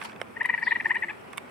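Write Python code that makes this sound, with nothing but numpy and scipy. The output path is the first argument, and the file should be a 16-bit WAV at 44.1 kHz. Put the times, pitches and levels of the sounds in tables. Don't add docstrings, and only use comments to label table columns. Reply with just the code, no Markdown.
import sys
import numpy as np
from scipy import signal
from scipy.fft import rfft, irfft, next_fast_len
from scipy.io import wavfile
from scipy.ndimage import uniform_filter1d, map_coordinates

SR = 44100
rng = np.random.default_rng(int(sys.argv[2]) if len(sys.argv) > 2 else 0)


def to_wav(s):
    ch = np.atleast_2d(s).T
    pcm = np.round(np.clip(ch, -1, 1) * 32767)
    wavfile.write(sys.argv[1], SR, pcm.astype(np.int16))


def nominal_scale(level):
    x = np.asarray(level, float) / 20
    return 10 ** x


N = 66150
TIME = np.arange(N) / SR
SIDES = np.array([[0.5], [-0.5]])


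def unit(x):
    return x / np.sqrt(np.mean(x ** 2) + 1e-20)


def along(points, hz):
    f, v = np.transpose(points)
    return np.interp(np.log(hz + 1), np.log(np.abs(f) + 1), v)


def wobble(rate, count):
    return map_coordinates(rng.standard_normal(N // 20), [np.arange(count) * rate / SR])


def phase_of(hz):
    return 2 * np.pi * np.cumsum(hz) / SR


def add_at(out, start_s, sound):
    out[..., round(start_s * SR):][..., :sound.shape[-1]] += sound


def filtered(x, response):
    m = next_fast_len(N + SR // 2)
    return irfft(rfft(x, m) * response(np.fft.rfftfreq(m, 1 / SR)), m)[..., :N]


def placed(x, pan_db, lead):
    return filtered(x * nominal_scale(pan_db * SIDES), lambda hz: np.exp(1j * lead(hz) * SIDES))


# (frequency [Hz], level [dB])
WIDTH = [(60, -7), (180, -4.5), (550, 1.5), (1650, 0.5), (4970, -1.5), (15000, -1.5)]


def rush(spectrum, patchy_db):
    z = signal.stft(rng.standard_normal((2, N)), nperseg=512)[2]
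    field = uniform_filter1d(rng.standard_normal(z.shape[1:]), 6, 0)
    field = uniform_filter1d(field, 8, 1)
    pair = signal.istft(z * nominal_scale(patchy_db * unit(field)), nperseg=512)[1][:, :N]
    color = lambda hz: nominal_scale(along(spectrum, hz)) * [hz ** 0, nominal_scale(along(WIDTH, hz))]
    mid, side = filtered(pair, color)
    return np.array([mid + side, mid - side]) / np.sqrt(np.mean(mid ** 2))


# (frequency [Hz], time to fall 60 dB [s])
WOOD_DECAY = [(300, 0.19), (2000, 0.37), (10000, 0.021)]


def wood(x):
    hz, t, z = signal.stft(rng.standard_normal((2, SR // 3)), SR, nperseg=128)
    decay = nominal_scale(-60 * t / along(WOOD_DECAY, hz)[:, None])
    tail = signal.istft(z * decay, SR, nperseg=128)[1]
    delayed = np.pad(x, ((0, 0), (260, 0)))
    return signal.fftconvolve(delayed, tail / np.linalg.norm(tail[0]), axes=1)[:, :N]


# (frequency [Hz], density [dB per Hz])
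TRAFFIC = [(15, -56.5), (25, -34.5), (97, -7.5), (162, -8), (228, -0.5), (300, -7), (408, -5.5),
           (1330, -14), (1500, -18.5), (1950, -52), (3300, -120)]


def traffic():
    return nominal_scale(-49.5) * rush(TRAFFIC, patchy_db=1.0)


# (frequency [Hz], density [dB per Hz])
HISS = [(470, -51.5), (800, -5.5), (1520, -6), (1670, -7), (2310, -6.5), (2530, -7), (4030, -26.5),
        (9170, -26), (16400, -36)]


def air_hiss():
    return nominal_scale(-54.5) * rush(HISS, patchy_db=1.5)


# (time [s], level [dB])
RUSTLE = [
    (0.0, -65),
    (0.051, -62.5),
    (0.183, -76.5),
    (0.48, -70),
    (0.868, -69),
    (1.16, -72),
    (1.5, -72),
]
# (frequency [Hz], density [dB per Hz])
LEAVES = [(400, -22), (900, 1.5), (2000, -2.5), (3500, -7.5), (6000, -16.5), (9500, -15.5), (13000, -28),
          (16400, -43)]


def leaf_rustle():
    level_db, growth = 17, 1.85
    s, db = np.transpose(RUSTLE)
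    move_db = np.interp(TIME, s, db)
    swell_db = growth * (move_db - db.max()) + 2.3 * wobble(140, count=N)
    return nominal_scale(level_db + db.max() + swell_db) * rush(LEAVES, patchy_db=3.0)


TICK_WET_DB, KNOCK_LOW_HZ = -32, 300
# (frequency [Hz], level [dB], time to fall 60 dB [s])
THUMB = [(350, -6.5, 0.022), (530, 2, 0.018), (714, -2, 0.015), (1020, -2, 0.015), (1410, -7, 0.015),
         (1740, -3, 0.018), (2140, 2, 0.015), (2630, -13.5, 0.0055), (3050, 0, 0.009), (3700, -9, 0.0087),
         (4200, -27, 0.0057), (5400, -11, 0.011), (8220, -13.5, 0.011)]
# (frequency [Hz], level [dB], time to fall 60 dB [s])
NAIL = [(1100, -2.5, 0.014), (1550, -25, 0.0087), (1790, -9.5, .018), (2240, -2, 0.018), (2750, -6, 0.015),
        (3080, -11, 0.013), (3570, -7, 0.015), (4950, -17, .01)]
# (frequency [Hz], level [dB], time to fall 60 dB [s])
STRAP = [(1130, 0.5, 0.028), (1750, -4, 0.021), (2160, -1, 0.018), (2670, -6, .015), (3380, -5, .012)]
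# (time [s], level [dB], left over right [dB], rise [s])
FIRM = [
    (.2146, -25, -8, 0.00055),
    (1.3790, -23, -12, .0008),
    (1.3322, -35.5, -11, 0.00081),
    (1.3680, -34, 0, .003),
    (1.3745, -33, 5, .001),
    (0.014, -32.5, -14, 0.00077),
]
# (time [s], frequency [Hz], level [dB], time to fall 60 dB [s])
SNAP = (1.3304, 5800, -45, .006)


def firm_knocks():
    out, t = np.zeros((2, N + SR)), np.arange(SR // 20) / SR
    for (s, db, pan_db, rise), modes in zip(FIRM, (THUMB, NAIL, STRAP, NAIL, NAIL, STRAP)):
        ring = 0
        for k, (hz, mode_db, t60) in enumerate(modes):
            ring = ring + (-1) ** k * nominal_scale(mode_db - 60 * t / t60) * np.sin(2 * np.pi * hz * t)
        onset = 1 - np.exp(-(t / rise) ** 2)
        add_at(out, s, nominal_scale(db + pan_db * SIDES) * ring * onset)
    s, hz, db, t60 = SNAP
    add_at(out, s, nominal_scale(db - 60 * t / t60) * np.sin(2 * np.pi * hz * t))
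    low_hz = KNOCK_LOW_HZ / 2
    dry = filtered(out[:, :N], lambda hz: (1j * hz / (low_hz + 1j * hz)) ** 2)
    return dry + nominal_scale(TICK_WET_DB) * wood(dry)


def loose_knock(t, hz):
    spread, focus_db, t60 = 0.903, -13, 0.026
    crack_db, crack_t60, rise = 7, 0.0084, 0.00048
    place = np.linspace(-1, 1, num=9)[:, None]
    pitch = hz * np.exp(spread * place + 0.082 * rng.standard_normal((9, 1)))
    decay_db = 60 * t / t60 * np.sqrt(pitch / hz)
    modes = np.sin(2 * np.pi * (pitch * t + rng.random((9, 1))))
    ring = np.sum(modes * nominal_scale(focus_db * place ** 2 - decay_db), axis=0)
    crack = nominal_scale(crack_db - 60 * t / crack_t60) * rng.standard_normal(len(t))
    return (ring + crack) * (1 - np.exp(-t / rise))


# (time [s], knock level [dB], knock frequency [Hz], click level [dB], left over right [dB])
TICKS = [(.0160, -32.5, 1565, -61, -15.5), (.0250, -32.5, 1900, -48, 6), (0.0383, -38, 1142, -45.5, -11),
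         (0.048, -47, 1200, -42.5, 11), (0.096, -40.5, 2110, -75, -14), (0.119, -41.5, 2430, -58, 0),
         (0.13, -42, 2180, -62, -5), (.1610, -40, 1900, -63, -8), (0.2012, -40.5, 1410, -62, -10),
         (0.206, -65, 2010, -54, 9), (0.2148, -29, 1286, -45.5, -8), (0.228, -54, 1990, -61, -17),
         (.4310, -47, 3810, -55.5, -16.5), (0.454, -71, 4030, -71, -3), (.4590, -38.5, 3780, -38.5, 9.5),
         (.8830, -79.5, 3000, -53, 17), (0.9, -60, 3000, -57, -13), (.9500, -58.5, 3000, -52, 11),
         (1.004, -75, 3000, -54, 9.5), (1.3308, -42, 2010, -46.5, -7.5), (1.3345, -44, 1900, -50, -3),
         (1.3743, -47, 2090, -44, 17), (1.3797, -30.5, 2304, -32, -5.5)]
# (frequency [Hz], level [dB])
CLICK = [(2500, -54), (5000, -2.5), (6700, 1.5), (9000, 12.5), (12000, 1), (16000, -12.5)]


def ticks():
    click_t60, click_lag_s, knock_top_hz = 0.013, 0.00005, 3000
    knocks, clicks = np.zeros((2, N + SR)), np.zeros((2, N + SR))
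    t = np.arange(SR // 40) / SR
    for s, knock_db, hz, click_db, pan_db in TICKS:
        gain = nominal_scale(pan_db * SIDES)
        add_at(knocks, s, gain * nominal_scale(knock_db - 4.5) * loose_knock(t, hz))
        click = nominal_scale(click_db - 60 * t / click_t60) * rng.standard_normal(len(t))
        add_at(clicks, s, gain * click)

    def click_color(hz):
        return nominal_scale(along(CLICK, hz)) * np.exp(2j * np.pi * hz * click_lag_s * SIDES)

    def body(hz):
        high_pass = (1j * hz / (KNOCK_LOW_HZ + 1j * hz)) ** 2
        return high_pass / (1 + 1j * hz / knock_top_hz - (hz / knock_top_hz) ** 2)

    dry = filtered(knocks[:, :N], body) + filtered(clicks[:, :N], click_color)
    return dry + nominal_scale(TICK_WET_DB) * wood(dry)


# (time [s], length [s], level [dB], pitch [Hz], lead-in over the note [dB])
NOTES = [(0.358, 0.018, -31, 955, -7), (0.396, 0.024, -21.5, 917, -9), (0.441, 0.02, -18.5, 958.6, -6),
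         (0.483, 0.02167, -17.5, 947.7, -15), (0.526, 0.023, -20.5, 928, -7), (0.575, 0.017, -26, 872, 7),
         (0.607, 0.03, -23.5, 900, -12.5), (0.658, 0.027, -19, 943, -9.5), (0.706, 0.023, -17.5, 944.4, -1),
         (0.748, 0.021, -18.5, 951.4, -6), (0.796, 0.019, -30.5, 871, 9), (0.843, .025, -19, 905, -6.5),
         (0.891, 0.029, -18, 938.6, -6.5), (0.94, 0.032, -22, 910.4, -1.5), (1.019, 0.026, -24, 876, 2.5),
         (1.08, 0.033, -28, 841.6, 2)]
# (share before the voice flips [1], upper overtones once tight [dB],
# climb factor [1], late side tone [dB])
VOICE = [(0.37, -5, 1.4, -13), (0.396, -8.5, 1.2, -8), (0.419, -5.5, 0.78, -5), (.4, -5.5, 0.96, 2),
         (.42, -5.5, .99, -3), (0.385, -10.5, 0.82, -5), (.45, -8.5, 0.71, 2.5), (0.3, -12.5, 1.22, -12),
         (0.445, -4.5, 0.57, -7), (.42, -3.5, 0.66, -5), (.55, 2, .6, -3), (0.389, -7.5, 0.88, -8),
         (0.36, -8, 0.92, -4.5), (0.391, -0.5, 0.69, -4), (0.455, -1, .8, 2), (0.34, 4.5, 0.6, -13)]
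OVERTONES_DB = [-3.5, -2, -3, -8.5, -25.5]


def frog_note(t, length, db, pitch, lead_db, flip, tight_db, climb, side_db):
    start_hz, scoop_sharpness, pitch_share = 644.4, 3.9, 0.6505
    glide_hz_per_s, glide_per_db = 7100, 0.1
    low_scoop, jitter_hz = 0.3, 18
    u = t / length
    slack = np.exp(-(u / flip) ** scoop_sharpness)
    tight = 1 - slack
    glide = climb * glide_hz_per_s * np.clip(1.5 + glide_per_db * (db + 17), 0.25, 2)
    held = pitch + glide * (u - pitch_share) * length
    scoop = (start_hz - held) * slack
    phase = phase_of(held + scoop + jitter_hz * wobble(274, count=len(t)))
    low_phase = phase - phase_of((1 - low_scoop) * scoop)

    attack_s, release_s, break_depth = 0.0023, 0.00042, 0.1
    lead_swell, swell, fade_db = 0.5, 0.18, -6.5
    edges = np.clip(t / attack_s, 0, 1) * np.clip((length - t) / release_s, 0, 1)
    voice_break = 1 - break_depth * 4 * slack * tight
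    lead_in = nominal_scale(lead_db) * slack * np.clip(u / flip, 0, 1) ** lead_swell
    main = tight * np.sin(np.pi * np.clip(u, 0, 1)) ** swell * nominal_scale(fade_db * (u - 0.5))
    shape = edges * voice_break * (lead_in + main)

    flutter_hz, slack_flutter, sideband_db = 400, 0.25, 0
    flutter = 2 * np.pi * (flutter_hz * t + rng.random())
    rough = 1 + 0.36 * wobble(1101, count=len(t))
    tight_early, entry_power = 0.87, 1.26
    tone = 0
    for k, overtone_db in enumerate(OVERTONES_DB):
        upper, low = k > 1, k < 2
        fundamental_db = 16.5 * (u - 0.884) * (k == 0)
        level_db = overtone_db + fundamental_db + tight_db * upper * tight ** tight_early
        entry = (1 - slack * low) ** entry_power
        waver = 1 + 0.6 * upper * tight * wobble(458, count=len(t))
        tone = tone + nominal_scale(level_db) * entry * waver * np.sin((k + 1) * (low_phase if low else phase))
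    tone = tone + nominal_scale(sideband_db + side_db) * u ** 3 * np.sin(2 * low_phase + flutter)
    tone = tone + slack_flutter * slack * nominal_scale(OVERTONES_DB[2]) * np.sin(3 * phase + flutter)
    return shape * rough * tone


# (frequency [Hz], width [Hz], level [dB])
THROAT = [(1007, 523, -6.5), (1900, 379, 2.5), (2317, 135, -4), (2865, 100, -13), (3730, 530, -23)]


def frog():
    level_db, pan_db, wet_db, left_lead = 4, 4, -19.5, 0.79
    out, t = np.zeros(N), np.arange(SR // 20) / SR
    for (s, length, db, pitch, lead_db), voice in zip(NOTES, VOICE):
        add_at(out, s, nominal_scale(db + level_db) * frog_note(t, length, db, pitch, lead_db, *voice))

    def throat(hz):
        total = 0
        for center, width, db in THROAT:
            band = 1j * hz * width / (center * center - hz * hz + 1j * hz * width)
            total = total + nominal_scale(db) * band ** 2
        return total

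    dry = placed(filtered(out, throat), pan_db, lambda hz: left_lead + 0 * hz)
    return dry + nominal_scale(wet_db) * wood(dry)


# (time [s], pitch [Hz], level [dB])
TWITTER = [
    (.620, 4300, -66),
    (.630, 5250, -53),
    (.643, 4700, -52),
    (.657, 3500, -59),
    (.668, 3350, -52),
    (.688, 3650, -53),
    (.700, 4050, -53),
    (.722, 3000, -56),
    (.735, 2800, -85),
]
# (time [s], pitch [Hz], level [dB])
CHIP = [
    (0.764, 5190, -103),
    (0.777, 5100, -65),
    (.792, 5260, -83),
]
# (time [s], pitch [Hz], level [dB])
SEEP = [
    (.91, 6800, -90),
    (.925, 7500, -72),
    (.95, 8300, -72),
    (1.0, 8000, -76),
    (1.06, 7900, -72),
    (1.11, 7200, -75),
    (1.13, 6900, -90),
]


def bird():
    rough_hz, shimmer_db, wet_db = 260, 2.5, 4
    out = 0
    for phrase in (TWITTER, CHIP, SEEP):
        s, hz, db = np.transpose(phrase)
        pitch = np.interp(TIME, s, hz) + rough_hz * wobble(520, count=N)
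        out = out + nominal_scale(np.interp(TIME, s, db, -150, -150)) * np.sin(phase_of(pitch))
    shimmer = nominal_scale(shimmer_db * wobble(120, count=N))
    dry = placed(out * shimmer, 1.6, lambda hz: 0 * hz)
    return dry + nominal_scale(wet_db) * wood(dry)


# (time [s], frequency [Hz], level [dB])
DRONE = [
    (.72, 343.8, -85),
    (.85, 350, -52),
    (1.08, 349.8, -49.5),
    (1.2, 330, -83),
]


def engine_drone():
    s, hz, db = np.transpose(DRONE)
    level_db = np.interp(TIME, s, db) + 1.6 * wobble(25, count=N)
    pitch = np.interp(TIME, s, hz) + 12 * wobble(30, count=N)
    return nominal_scale(level_db) * np.sin(phase_of(pitch))


def scene():
    background = traffic() + air_hiss() + leaf_rustle() + engine_drone()
    return background + firm_knocks() + ticks() + frog() + bird()


def top_cut(x):
    return signal.sosfilt(signal.butter(12, 16590, fs=SR, output="sos"), x)


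def record(dry):
    port_hz, port_width_hz, port_depth, top_hz = 6710, 500, 0.54, 16400

    def microphone(hz):
        notch = 1 - port_depth * np.exp(-((hz - port_hz) / port_width_hz) ** 2)
        return notch * (hz < top_hz)

    return top_cut(filtered(dry, microphone))


dry = scene()
out = record(dry)
to_wav(out)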